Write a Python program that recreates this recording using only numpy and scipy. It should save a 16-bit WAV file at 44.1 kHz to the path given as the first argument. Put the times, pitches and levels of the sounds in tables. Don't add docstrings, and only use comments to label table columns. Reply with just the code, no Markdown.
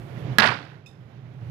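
import sys
import numpy as np
from scipy import signal
from scipy.fft import rfft, irfft
from scipy.io import wavfile
from scipy.ndimage import uniform_filter1d

SR = 44100
rng = np.random.default_rng(int(sys.argv[2]) if len(sys.argv) > 2 else 0)


def voltage_ratio(decibels):
    exponent = np.asarray(decibels, float) / 20
    return 10 ** exponent


def to_wav(s):
    ch = np.atleast_2d(s).T
    pcm = np.round(np.clip(ch, -1, 1) * 32767)
    wavfile.write(sys.argv[1], SR, pcm.astype(np.int16))


N = 66150


def read(table, x, log=False):
    points = np.array(table, float)
    axis = (lambda v: np.log(np.maximum(v, 1))) if log else (lambda v: v)
    return [np.interp(axis(x), axis(points[:, 0]), column) for column in points[:, 1:].T]


def colour(x, table):
    wide = np.concatenate([x[..., ::-1], x, x[..., ::-1]], axis=-1)
    gain_db, *lag_rad = read(table, np.fft.rfftfreq(3 * N, 1 / SR), log=True)
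    response = voltage_ratio(gain_db) * np.exp(-1j * sum(lag_rad))
    return irfft(rfft(wide) * response, 3 * N)[..., N:-N]


def unit(x):
    return x / np.sqrt(np.mean(x ** 2))


def walk(rate_hz):
    hold = int(SR / rate_hz)
    steps = np.repeat(rng.standard_normal(N // hold + 1), hold)
    return 1.5 * uniform_filter1d(steps, hold)[:N]


def fade(t, t60_s):
    return (t >= 0) * voltage_ratio(-60 * np.maximum(t, 0) / t60_s)


# (time [s], hum level [dB], street level [dB], hiss level [dB])
BACKGROUND = [(0, -36, -44.5, -62), (.15, -36, -40.5, -65.5), (.2, -30, -39, -61.5), (.27, -31, -37, -68.5),
              (.33, -26, -35.5, -65), (.38, -36, -42, -67), (.5, -35, -39.5, -84), (.55, -41.5, -48, -74),
              (.74, -47, -50, -76), (.85, -45.5, -55, -85), (1.0, -41, -53.5, -78), (1.13, -45, -51, -78),
              (1.2, -41.5, -51.5, -80), (1.38, -40.5, -50.5, -76), (1.42, -34, -47.5, -73),
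              (1.5, -29, -44.5, -70)]
# (frequency [Hz], width [Hz], level [dB])
HUM_PEAKS = [(105, 30, -8), (124, 24, 5), (156.5, 32, -3.5)]
# (frequency [Hz], relative density [dB per Hz])
STREET_SPECTRUM = [(15, -66), (25, -46), (71, -29), (127, -5.5), (235, -18), (423, -18.5), (476, -21.5),
                   (728, -22.5), (900, -27.5), (2150, -32), (3300, -38), (7000, -54), (9100, -90),
                   (15400, -120)]


def background(t):
    hum_db, street_db, _ = read(BACKGROUND, t)
    hz = np.fft.rfftfreq(N, 1 / SR)
    shape = sum(voltage_ratio(db) / (1 + (2 * (hz - f) / width) ** 2) for f, width, db in HUM_PEAKS)
    hum = unit(irfft(rfft(rng.standard_normal(N)) * shape, N))
    street = colour(rng.standard_normal(N), STREET_SPECTRUM)
    above_300_hz = signal.sosfilt(signal.butter(2, 300, "high", fs=SR, output="sos"), street)
    street = street / np.std(above_300_hz)
    return voltage_ratio(hum_db) * hum + voltage_ratio(street_db + 0.95 * walk(25)) * street


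HISS_HZ, HISS_LEFT_DB = 7000, -9


def hiss(t):
    highpass = signal.butter(3, HISS_HZ, "high", fs=SR, output="sos")
    noise = signal.sosfilt(highpass, rng.standard_normal((2, N)))
    port_gain = voltage_ratio(np.array([[HISS_LEFT_DB], [0]]))
    return voltage_ratio(read(BACKGROUND, t)[2]) * unit(noise) * port_gain


CONTACT_S = 0.00042
SCATTER_DB, DETUNE = 2, .015


def ring(modes, t):
    total = 0
    for hz, db, t60_s in modes:
        strength, sign, shift = rng.standard_normal(3)
        gain = voltage_ratio(db + SCATTER_DB * strength) * np.sign(sign)
        total = total + gain * fade(t, t60_s) * np.sin(2 * np.pi * hz * (1 + DETUNE * shift) * t)
    return (1 - np.exp(-t / CONTACT_S)) * total / 2


# (time [s], ring level [dB], fibre crack level [dB])
KNOCK_TIMES = [(.3845, 6, 0), (.3893, -10, -22), (0.3931, -4.5, -24), (0.3988, -4, -8), (.4043, -13, -15),
               (0.4066, -6.5, -20)]
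# (time [s], level [dB], favoured frequency [Hz])
WALL_SLAPS = [(.4305, 0, 1700), (.4343, 6, 800), (.443, 1, 1950), (.4545, -1, 1400), (.4715, -5, 1500),
              (.479, -2, 900), (.49, -5, 1400), (.503, -8, 1000), (.5165, -4, 900)]
# (frequency [Hz], relative level [dB], t60 [s])
WOOD_MODES = [(210, -18, .12), (450, -19, .04), (950, -14, .025), (1300, -10, .018), (1650, 1, .034),
              (1950, -8, .03), (2600, -12, .012), (3170, -11, .01), (4180, -6, .007)]
# (frequency [Hz], relative level [dB])
CRACK_SPECTRUM = [(1000, -16), (2500, -1), (3300, 2), (4200, 2), (5800, -4), (7500, -28), (10500, -18),
                  (13000, -26), (15000, -25)]
BLOW_S = KNOCK_TIMES[0][0]
CRACK_RISE_S, CRACK_TAIL_S = .0003, 0.0018
SLAP_DB_PER_OCTAVE, SLAP_T60_S = 9, .014
EDGE_DB, EDGE_S = -13, .0008


def knocks(t):
    out = np.zeros(N)
    fibres = unit(colour(rng.standard_normal(N), CRACK_SPECTRUM))

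    def after(start_s):
        return slice(int(start_s * SR) + 1, int(start_s * SR) + SR // 5)

    for start_s, ring_db, crack_db in KNOCK_TIMES:
        span = after(start_s)
        u = t[span] - start_s
        crack = fibres[span] * (1 - np.exp(-u / CRACK_RISE_S)) * np.exp(-u / CRACK_TAIL_S)
        out[span] += voltage_ratio(ring_db) * ring(WOOD_MODES, u) + voltage_ratio(crack_db) * crack
    for start_s, slap_db, wall_hz in WALL_SLAPS:
        span = after(start_s)
        modes = [(hz, db / 2 - SLAP_DB_PER_OCTAVE * abs(np.log2(hz / wall_hz)), SLAP_T60_S)
                 for hz, db, _ in WOOD_MODES]
        out[span] += voltage_ratio(slap_db) * ring(modes, t[span] - start_s)
    tick = rng.standard_normal(N) * np.exp(-((t - BLOW_S - EDGE_S) / EDGE_S) ** 2)
    return out + voltage_ratio(EDGE_DB) * tick


# (frequency [Hz], relative density [dB per Hz])
YARD_SPECTRUM = [(90, -33.5), (150, -11), (545, -11.5), (730, -3.5), (1180, -5), (1450, 0), (2100, -6),
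                 (3000, -11.5), (5000, -18.5), (6200, -31), (7200, -37), (10000, -40.5), (12000, -50),
                 (15000, -59.5)]
# (frequency [Hz], t60 [s])
FAR_DECAY = [(200, 0.45), (1500, 0.24), (5000, 0.32), (12000, 0.16)]
NEAR_DB, NEAR_T60_S = -13, .24
FAR_DB, FAR_FULL_S, FAR_RISE_S, FAR_HOLD_S = -18.5, .049, .016, 0.036
LATE_DB, LATE_T60_S = -23, 0.69
GRAIN_DB, GRAINS_PER_S = 2.5, 400


def yard(t):
    u = t - BLOW_S
    v = u - FAR_FULL_S
    spectrum = rfft(unit(colour(rng.standard_normal(N), YARD_SPECTRUM)))
    hz = np.fft.rfftfreq(N, 1 / SR)
    near_late = voltage_ratio(NEAR_DB) * fade(u, NEAR_T60_S) + voltage_ratio(LATE_DB) * fade(u, LATE_T60_S)
    far_rise = np.clip(v / FAR_RISE_S + 1, 0, 1)
    out = 0
    for centre_hz in 125 * 2. ** np.arange(8):
        octaves_off = np.clip(np.log2((hz + 1) / centre_hz), -1, 1)
        band = irfft(spectrum * np.cos(np.pi / 2 * octaves_off) ** 2, N)
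        band = band * voltage_ratio(GRAIN_DB * walk(min(GRAINS_PER_S, centre_hz / 4)))
        far_t60_s = read(FAR_DECAY, centre_hz, log=True)[0]
        far = far_rise * voltage_ratio(-60 * np.maximum(v - FAR_HOLD_S, 0) / far_t60_s)
        out = out + band * (near_late + voltage_ratio(FAR_DB) * far)
    return out


# (frequency [Hz], level [dB], t60 [s], beat [Hz], signed partner strength [ratio],
# delay [s], after-ring level [dB])
BLADE_MODES = [(2548, 1, .085, 51, .3, 0, -19), (3653, -8, .15, -51, -1, .005, -21),
               (4200, -24, .12, 60, .5, 0, -36), (5118, -12, .14, 52, .8, 0, -22),
               (6193, -21, .15, 60, -.8, .003, -31), (7270, -23, .15, 110, .8, 0, -36),
               (7800, -25, .1, 90, -.7, 0, -40)]
# (frequency [Hz], relative level [dB])
SHIMMER_SPECTRUM = [(3000, -19), (6000, -4), (7800, 1), (8700, -16), (10000, 2), (13500, -12), (15000, -10)]
TINK_S, TINK_DB, TINK_RISE_S = .8605, -41, 0.002
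LINGER_T60_S = .5
FLUTTER_DB, FLUTTER_RAD, FLUTTERS_PER_S, FLUTTER_GROWS_S = 2.5, 1.3, 260, .022
SHIMMER_DB, SHIMMER_T60_S = -60.5, 0.28


def blade(t):
    u = np.maximum(t - TINK_S, 0)
    grown = 1 - np.exp(-u / FLUTTER_GROWS_S)
    lines = 0
    for hz, db, t60_s, beat_hz, mate, delay_s, linger_db in BLADE_MODES:
        phase = 2 * np.pi * hz * u + FLUTTER_RAD * grown * walk(FLUTTERS_PER_S)
        mate_drift = 2 * np.pi * beat_hz * u + FLUTTER_RAD * grown * walk(FLUTTERS_PER_S / 4)
        pair = np.sin(phase) + mate * np.sin(phase + mate_drift)
        flutter = voltage_ratio(FLUTTER_DB * grown * walk(FLUTTERS_PER_S))
        decay = voltage_ratio(db) * fade(u, t60_s) + voltage_ratio(linger_db) * fade(u, LINGER_T60_S)
        onset = np.clip((u - delay_s) / TINK_RISE_S, 0, 1)
        lines = lines + flutter * pair * decay * onset
    shimmer = unit(colour(rng.standard_normal(N), SHIMMER_SPECTRUM)) * fade(t - TINK_S, SHIMMER_T60_S)
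    return voltage_ratio(TINK_DB) * lines + voltage_ratio(SHIMMER_DB) * shimmer


# (frequency [Hz], gain [dB], phase lag [rad])
LEFT_SHARED = [(40, -6, .4), (170, -6.5, .5), (260, -7.3, .63), (430, -13.5, .75), (690, -18, 1.05),
               (1030, -27, 1.2), (2000, -40, 1.3), (6000, -65, 1.3)]
# (frequency [Hz], gain [dB])
LEFT_MUFFLE = [(40, -10), (100, -22), (260, -17), (450, -14), (700, -16), (1300, -18), (2400, -24),
               (5000, -23), (6200, -40), (8500, -42), (11500, -21), (15000, -12)]


def scene():
    t = np.arange(N) / SR
    direct = knocks(t)
    right, other = (direct + yard(t) + blade(t) + background(t) for _ in range(2))
    left = colour(right, LEFT_SHARED) + colour(other, LEFT_MUFFLE)
    return np.array([left, right]) + hiss(t)


# (frequency [Hz], gain [dB])
MIC_RESPONSE = [(20, -24), (40, -8), (60, 0), (14300, 0), (15000, -22), (17000, -34)]
CEILING = 1


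def microphone(dry):
    flat = dry / (1 + np.abs(dry / CEILING) ** 4) ** .25
    return colour(flat, MIC_RESPONSE)


def band_limit(x):
    return signal.sosfilt(signal.butter(12, 15730, fs=SR, output="sos"), x)


def record(dry):
    mix = microphone(dry)
    return band_limit(mix)


dry = scene()
out = record(dry)
to_wav(out)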